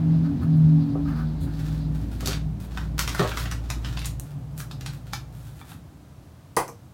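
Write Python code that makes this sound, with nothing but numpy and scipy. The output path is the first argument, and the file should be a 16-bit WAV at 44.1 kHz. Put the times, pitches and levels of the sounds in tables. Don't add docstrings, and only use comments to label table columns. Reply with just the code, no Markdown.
import sys
import numpy as np
from scipy import signal
from scipy.fft import rfft, irfft, next_fast_len
from scipy.io import wavfile
from scipy.ndimage import uniform_filter1d

SR = 44100
rng = np.random.default_rng(int(sys.argv[2]) if len(sys.argv) > 2 else 0)


def inscribe(sig):
    pcm = np.round(np.clip(np.atleast_2d(sig).T, -1, 1) * 32767)
    wavfile.write(sys.argv[1], SR, pcm.astype(np.int16))


N = 305613

# frequency in Hz, relative dB.
SHEEN_SPECTRUM = [(2000, -5), (6000, 0), (9000, 4.5), (13000, 2), (16000, 0.5)]


def pencil_strokes(writing_s=1.8, strokes_per_s=7.85, stroke_s=0.16, press_db_per_s=2.5):
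    # start in seconds, length in seconds, rub in dB, hiss in dB.
    heavy_strokes = [(0.224, .053, -50, -80), (0.402, .058, -46, -60), (.55, 0.037, -55, -60),
                     (1.041, .11, -42, -69), (1.134, .11, -44.5, -67), (1.39, 0.075, -61, -54),
                     (1.456, 0.063, -47, -70)]
    rub_spectrum = [(400, -20.5), (950, -7.5), (1250, 1.5), (1600, -3), (2000, -16.5), (4000, -24),
                    (9000, -36)]
    scratch_spectrum = [(1500, -16), (3000, -9), (4000, 5), (5000, -0.5), (6500, -18), (12000, -27.5)]
    rub, scratch, hiss = np.zeros((3, N))
    for s, length, rub_db, hiss_db in heavy_strokes:
        speed = signal.windows.tukey(int(length * SR), .7)
        add(rub, s, speed * undb(rub_db))
        add(hiss, s, speed * undb(hiss_db))
    light_stroke = signal.windows.tukey(int(stroke_s * SR), .7)
    for k, (late, force) in enumerate(rng.standard_normal((40, 2))):
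        s = (k + .5 + .15 * np.tanh(late)) / strokes_per_s
        if s < writing_s:
            db = -63.5 + press_db_per_s * s + np.tanh(force)
            add(scratch, s, light_stroke * undb(db))
    grain = friction(clicks_per_s=6000, spread_db=1.3) * undb(4 * np.tanh(walk(110)))
    parts = (rub, rub_spectrum), (scratch, scratch_spectrum), (hiss, SHEEN_SPECTRUM)
    return room(sum(envelope * unit(colour(grain, spectrum)) for envelope, spectrum in parts))


def paper_rustle(edge_s=0.18):
    # start in seconds, length in seconds, level in dB, treble in dB against that level.
    slides = [(1.454, 0.4, -50.5, -4.5), (1.855, 0.48, -53.5, -1.5), (2.223, .14, -37, -13),
              (2.587, 0.078, -55, 2.5), (2.68, 0.22, -49, -7), (2.971, 0.081, -36, -3.5),
              (3.042, 0.28, -37, -7), (3.277, 0.21, -38.5, -3), (3.45, 0.4, -52.5, -7),
              (3.81, 0.19, -47.5, -7.5), (4.205, .13, -58, 1), (4.564, 0.058, -57, 13.5),
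              (4.85, 0.18, -60, -1), (5.053, .07, -50.5, -4), (5.297, 0.38, -60, 4.5),
              (5.646, 0.11, -54, 3.5)]
    rustle_spectrum = [(150, -19), (480, 5), (800, 0.5), (1400, 11), (2300, 2), (3800, 5.5), (6000, 0.5),
                       (9000, -2.5), (16000, -26.5)]
    body = sum(swell(s, length, db, edge_s) for s, length, db, _ in slides)
    sheen = sum(swell(s, length, db + treble_db, edge_s) for s, length, db, treble_db in slides)
    grain = friction(clicks_per_s=2200, spread_db=4.8) * undb(5 * np.tanh(walk(60)))
    return room(body * unit(colour(grain, rustle_spectrum)) + sheen * unit(colour(grain, SHEEN_SPECTRUM)))


def paper_snaps(strain_s=0.0045, crack_s=0.0012, crumple_s=0.0079, creases_per_s=1500, gain_db=14):
    # time in seconds, relative level in dB, amount of body, amount of treble.
    buckles = [(2.207, -24.5, 0, -15), (2.2593, -15.5, -49, -18), (2.2732, -12.5, -20, -20),
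               (2.331, -21, -28, -32), (2.7739, -19, 4, -22.5), (2.992, -8, -10.5, -13.5),
               (3.024, -20.5, -22, -24), (3.077, -14, -11, -18.5), (3.093, -21, -12, -20),
               (3.1476, -15.5, 12, -9), (3.1951, -10, 3.5, -26), (3.3172, -17.5, -1, -50),
               (3.3724, -15, 2, -20.5), (3.458, -20.5, -8, -39), (3.5133, -18, -1, -16.5),
               (3.702, -15.5, -9, -18), (3.8468, -21, -9, -39), (3.973, -19.5, -24, -37),
               (3.992, -25.5, -34, -19), (4.0172, -26, -10, -26), (4.046, -22.5, -22, -28),
               (4.0565, -18, -10, -1), (4.6025, -24.5, -6, -16), (4.7125, -28.5, -48, -23),
               (4.81, -28, -11, -19), (4.8617, -20.5, -15, -18.5), (5.1339, -17.5, -26, -21.5)]
    snap_spectrum = [(100, -22), (450, -2), (900, 0), (1500, 0.5), (2500, 1), (3700, 2.5), (6000, 0),
                     (8000, -6.5), (10500, -10), (13000, -11), (17000, -20)]
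    lead_s = .02
    out, t = np.zeros(N), np.arange(SR // 3) / SR - lead_s
    age = np.maximum(t, 0) / crack_s
    for s, db, body, treble in buckles:
        crack = rng.standard_normal(len(t)) * np.sqrt(age) * np.exp(-age)
        creases = rng.standard_normal(len(t)) * (rng.random(len(t)) < creases_per_s / SR)
        creases *= np.where(t < 0, .6 * np.exp(t / strain_s), np.exp(-t / crumple_s))
        push = unit(crack) + undb(-3) * unit(creases)
        tilt = [(600, 0.23 * (body + 18)), (1300, 0.74 * (body + 17.5)),
                (3500, 0.0077), (9000, 0.8 * (treble + 22.5))]
        snap = unit_energy(colour(push, snap_spectrum, tilt))
        add(out, s - lead_s, room(snap, wet_db=0) * undb(db + gain_db))
    return out


def pad_slaps(gain_db=11, flap_db=-5):
    # time in seconds, relative level in dB, contact time in seconds.
    slaps = [(.953, -13, 0.00086), (2.227, -17.5, 0.00069), (2.28, -11.5, 0.0008), (3.193, -1.5, 0.0011),
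             (3.198, -1, 0.0011), (3.215, -0.5, 0.00059), (3.244, -8.5, .00015)]
    # frequency in Hz, relative dB, T60 in seconds.
    pad_modes = [(122, -1.5, 0.35), (163, 8.5, 0.12), (328, -8, 0.47), (397, 5.5, 0.18), (524, 2, 0.11),
                 (615, -3, 0.23), (746, 4.5, 0.06), (745, -4, 0.052), (913, -9, 0.1), (1156, 3, 0.085),
                 (1276, 2, 0.13), (1560, -16, .1)]
    flap_spectrum = [(60, -40), (160, -4), (500, 7), (1300, 0), (3000, -6.5), (9000, -31)]
    out, t = np.zeros(N), np.arange(SR // 2) / SR
    for s, db, contact_s in slaps:
        flap = room(burst(flap_spectrum, t, decay_s=0.021))
        blow = ring(pad_modes, t) + undb(flap_db) * unit_energy(flap)
        push = np.hanning(int(contact_s * SR) + 3)
        add(out, s, np.convolve(blow, push / push.sum()) * undb(db + gain_db))
    return out


def pencil_knock(tick_gain_db=6, knock_gain_db=13, thud_db=-1):
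    # time in seconds, relative levels of tip and of shaft in dB.
    contacts = [(6.566, -6.5, -39), (6.5691, -3.5, -3), (6.5722, -14, -15.5), (6.585, -25, -11),
                (6.68, -21.5, -35), (6.686, -40, -26)]
    # frequency in Hz, relative dB, T60 in seconds.
    knock_modes = [(142, -3, 0.14), (348, -1.5, 0.1), (397, -8, 0.065), (471, 4.5, 0.3), (512, -15, 0.35),
                   (730, 3, 0.054), (825, 0.5, 0.13), (970, -1, 0.084), (1084, 2, 0.15), (1137, 0.5, 0.12),
                   (1209, 2.5, 0.14), (1870, 0, 0.041)]
    tick_spectrum = [(200, 5), (1000, -4), (2400, -9), (3800, -7.5), (5800, -1.5), (7300, -4.5),
                     (8800, -1.5), (11000, -1.5), (16000, -10.5)]
    thud_spectrum = [(70, -18), (170, -5), (420, 7.5), (800, 0.5), (1150, 4), (1500, -5), (2400, -13.5),
                     (4500, -29)]
    out, t = np.zeros(N), np.arange(SR // 2) / SR
    for s, tip_db, shaft_db in contacts:
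        tick = unit_energy(burst(tick_spectrum, t, decay_s=0.00076))
        thud = room(burst(thud_spectrum, t, decay_s=0.003))
        knock = ring(knock_modes, t) + undb(thud_db) * unit_energy(thud)
        add(out, s, room(tick) * undb(tip_db + tick_gain_db))
        add(out, s, knock * undb(shaft_db + knock_gain_db))
    return out


def pencil_taps():
    # time in seconds, level in dB.
    taps = [(2.774, -9.5), (4.711, -15.5), (4.861, -14.5), (5.134, -3), (5.614, -17), (5.718, -18)]
    # frequency in Hz, relative dB, T60 in seconds.
    shaft_modes = [(805.5, 5, 0.025), (1260, 7.5, 0.018), (1610, -1, 0.041), (2420, -0.5, 0.037),
                   (3450, -5, 0.016), (3530, 7, 0.013)]
    out, t = np.zeros(N), np.arange(SR // 3) / SR
    for s, db in taps:
        modes = [(hz * (1 + .05 * rng.standard_normal()), mode_db, t60) for hz, mode_db, t60 in shaft_modes]
        add(out, s, room(ring(modes, t), wet_db=-3) * undb(db))
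    return out


def close_tick():
    # time in seconds, level in dB.
    ticks = [(4.198, -10)]
    out, t = np.zeros(N), np.arange(SR // 4) / SR
    for s, db in ticks:
        tick = unit_energy(burst(SHEEN_SPECTRUM, t, decay_s=.001))
        add(out, s, room(tick, wet_db=-5) * undb(db))
    return out


def engine_hum():
    # time in seconds, cycles a second.
    speed_curve = [(0, 40.2), (.25, 40.7), (.6, 39.2), (1, 39.3), (1.3, 38.7), (3.1, 38.5)]
    # start in seconds, length in seconds, engine order, level in dB.
    hum_swells = [(-.04, 0.36, 4, -19), (0.413, 0.46, 4, -15), (0.83, 0.708, 4, -28), (1.504, 0.56, 4, -28),
                  (2.257, 0.35, 4, -31), (2.708, 0.38, 4, -35.5), (-.1, 1.06, 6, -34),
                  (1.04, 0.356, 6, -34.5), (1.653, 0.75, 6, -42.5), (.95, 0.56, 2, -41),
                  (1.7, 1.53, 5, -44.5)]
    hum, speed = np.zeros(N), curve(speed_curve)
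    for s, length, order, db in hum_swells:
        envelope = swell(s, length, db, edge_s=0.14, rise_db_per_s=1.5)
        flutter_db = .6 if order == 4 else 1.3
        hum += envelope * tone(speed, order) * undb(flutter_db * walk(18))
    return hum


def engine_whine(settled_hz=280.2, sag_hz=19, settle_s=0.2707):
    # start in seconds, length in seconds, level in dB.
    whine_swells = [(0, 0.22, -32), (0.218, 0.19, -28), (.41, 0.25, -32.5), (0.653, 0.509, -27),
                    (1.32, 0.81, -40.5), (2.197, 0.27, -41.5)]
    t = np.arange(N) / SR
    hz = settled_hz + sag_hz * np.exp(-t / settle_s)
    envelope = sum(swell(*row, edge_s=0.092) for row in whine_swells)
    roughness = undb(1.6 * walk(30.84))
    return envelope * roughness * tone(hz + 2.54 * walk(12))


def exhaust_drone(settled_hz=57.66, climb_hz=6.5, settle_s=1.0, edge_s=0.32):
    # start in seconds, length in seconds, level in dB, octave in dB against that level.
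    drone_swells = [(.85, 1.1, -34, -19), (1.45, 1.23, -30.5, -8), (2.54, 0.76, -31, -9),
                    (3.132, 1.16, -31, -6.5), (4.247, 1.41, -44.5, 1.5)]
    t = np.arange(N) / SR
    hz = settled_hz - climb_hz * np.exp(-t / settle_s)
    deep_swells = [swell(s, length, db, edge_s) for s, length, db, _ in drone_swells]
    octave_swells = [swell(s, length, db + octave_db, edge_s) for s, length, db, octave_db in drone_swells]
    deep = np.max(deep_swells, axis=0) * undb(.6 * walk(21)) * tone(hz)
    octave = np.max(octave_swells, axis=0) * undb(1.3 * walk(13)) * tone(hz + 1.497 * walk(17), order=2)
    return deep + octave


def street_rumble(road_follow=0.61):
    # time in seconds, relative level in dB.
    rumble_levels = [(0.0, -36.5), (2.76, -46), (2.95, -44.5), (3.86, -45.5), (4.03, -47.5), (5.94, -55.5),
                     (6.93, -60.5)]
    boom_levels = [(0, -46.5), (2.6, -47), (3.8, -40.5), (4.9, -37), (5.65, -48.5), (5.9, -52), (6.93, -74)]
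    rumble_spectrum = [(20, -30), (45, -23), (75, -2), (105, -4), (135, -2), (175, -7), (225, -14),
                       (290, -10.5), (350, -20.5), (500, -42), (1000, -71.5)]
    boom_spectrum = [(90, -42), (124, 2.5), (138, 10.5), (157, 5.5), (172, -7), (230, -51.5)]
    road_spectrum = [(100, -23.5), (300, 7), (750, 6.5), (1200, -3), (2200, -10.5), (4200, -15.5),
                     (6500, -24.5), (16000, -73.5)]
    db = curve(rumble_levels)
    rumble = noise(rumble_spectrum) * undb(db + 8.5 + 2 * walk(25))
    boom = noise(boom_spectrum) * undb(curve(boom_levels))
    road = noise(road_spectrum) * undb(road_follow * db - 24 + 0.38 * walk(15))
    return rumble + boom + road


def room_tone(db=-50):
    air_spectrum = [(20, -26.5), (75, 2.5), (140, 1), (400, -30.5), (1200, -22.5), (2000, -31.5),
                    (6000, -33.5), (16000, -38.5)]
    return noise(air_spectrum) * undb(db)


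def room(x, wet_db=1.5, low_t60_s=0.25, treble_t60_s=0.2):
    t = np.arange(SR // 2) / SR
    echoes = rng.standard_normal(len(t)) * undb(2 * rng.standard_normal(len(t)))
    low = signal.sosfilt(signal.butter(1, 4000, fs=SR, output="sos"), echoes)
    tail = low * 1000 ** (-t / low_t60_s) + (echoes - low) * 1000 ** (-t / treble_t60_s)
    tail *= np.clip((t - .002) / 0.0018, 0, 1)
    response = undb(wet_db) * unit_energy(tail)
    response[0] += 1
    return signal.fftconvolve(x, unit_energy(response))[:len(x)]


def friction(clicks_per_s, spread_db):
    caught = rng.random(N) < clicks_per_s / SR
    clicks = caught * rng.standard_normal(N)
    return unit(clicks * undb(spread_db * np.minimum(rng.exponential(size=N), 4)))


def ring(modes, t):
    return unit_energy(sum((-1) ** k * undb(db) * np.sin(2 * np.pi * hz * t) * 1000 ** (-t / t60)
                           for k, (hz, db, t60) in enumerate(modes)))


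def burst(spectrum, t, decay_s):
    return colour(rng.standard_normal(len(t)) * np.exp(-t / decay_s), spectrum)


def noise(spectrum):
    return unit(colour(rng.standard_normal(N), spectrum))


def tone(hz, order=1):
    return np.sqrt(2) * np.sin(2 * np.pi * order * np.cumsum(hz) / SR)


def swell(s, length, db, edge_s, rise_db_per_s=0):
    age = np.arange(N) / SR - s
    edge = np.clip(np.minimum(age, length - age) / min(edge_s, length / 2), 0, 1)
    return np.sin(np.pi / 2 * edge) * undb(db + rise_db_per_s * (np.clip(age, 0, length) - length / 2))


def colour(x, spectrum, tilt=()):
    n = next_fast_len(len(x) + 4096, True) // 2 * 2
    log_f = np.log(np.fft.rfftfreq(n, 1 / SR) + 1)
    shapes = [np.array(points) for points in (spectrum, tilt) if len(points)]
    db = sum(np.interp(log_f, np.log(shape[:, 0]), shape[:, 1]) for shape in shapes)
    cepstrum = irfft(db * np.log(10) / 20, n)
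    cepstrum[1:n // 2] *= 2
    cepstrum[n // 2 + 1:] = 0
    return irfft(rfft(x, n) * np.exp(rfft(cepstrum)), n)[:len(x)]


def walk(rate_hz):
    step = max(int(SR / rate_hz), 1)
    held = np.repeat(rng.standard_normal(N // step + 1), step)[:N]
    return unit(uniform_filter1d(uniform_filter1d(held, step), step))


def curve(points):
    return np.interp(np.arange(N) / SR, *np.transpose(points))


def add(track, s, sound):
    i = int(s * SR)
    track[i:i + len(sound)] += sound[:N - i]


def undb(db):
    return 10 ** (np.asarray(db) / 20)


def unit(x):
    return x / np.sqrt(np.mean(x ** 2) + 1e-20)


def unit_energy(x):
    return x / np.linalg.norm(x)


def scene():
    air = room_tone()
    nearby = pencil_strokes() + paper_rustle() + paper_snaps() + pad_slaps()
    nearby += close_tick() + pencil_taps() + pencil_knock()
    outside = engine_hum() + engine_whine() + exhaust_drone() + street_rumble()
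    return (nearby + outside + air)[None]


def record(dry):
    return signal.sosfilt(signal.ellip(10, .2, 80, 16000, fs=SR, output="sos"), dry)


dry = scene()
out = record(dry)
inscribe(out)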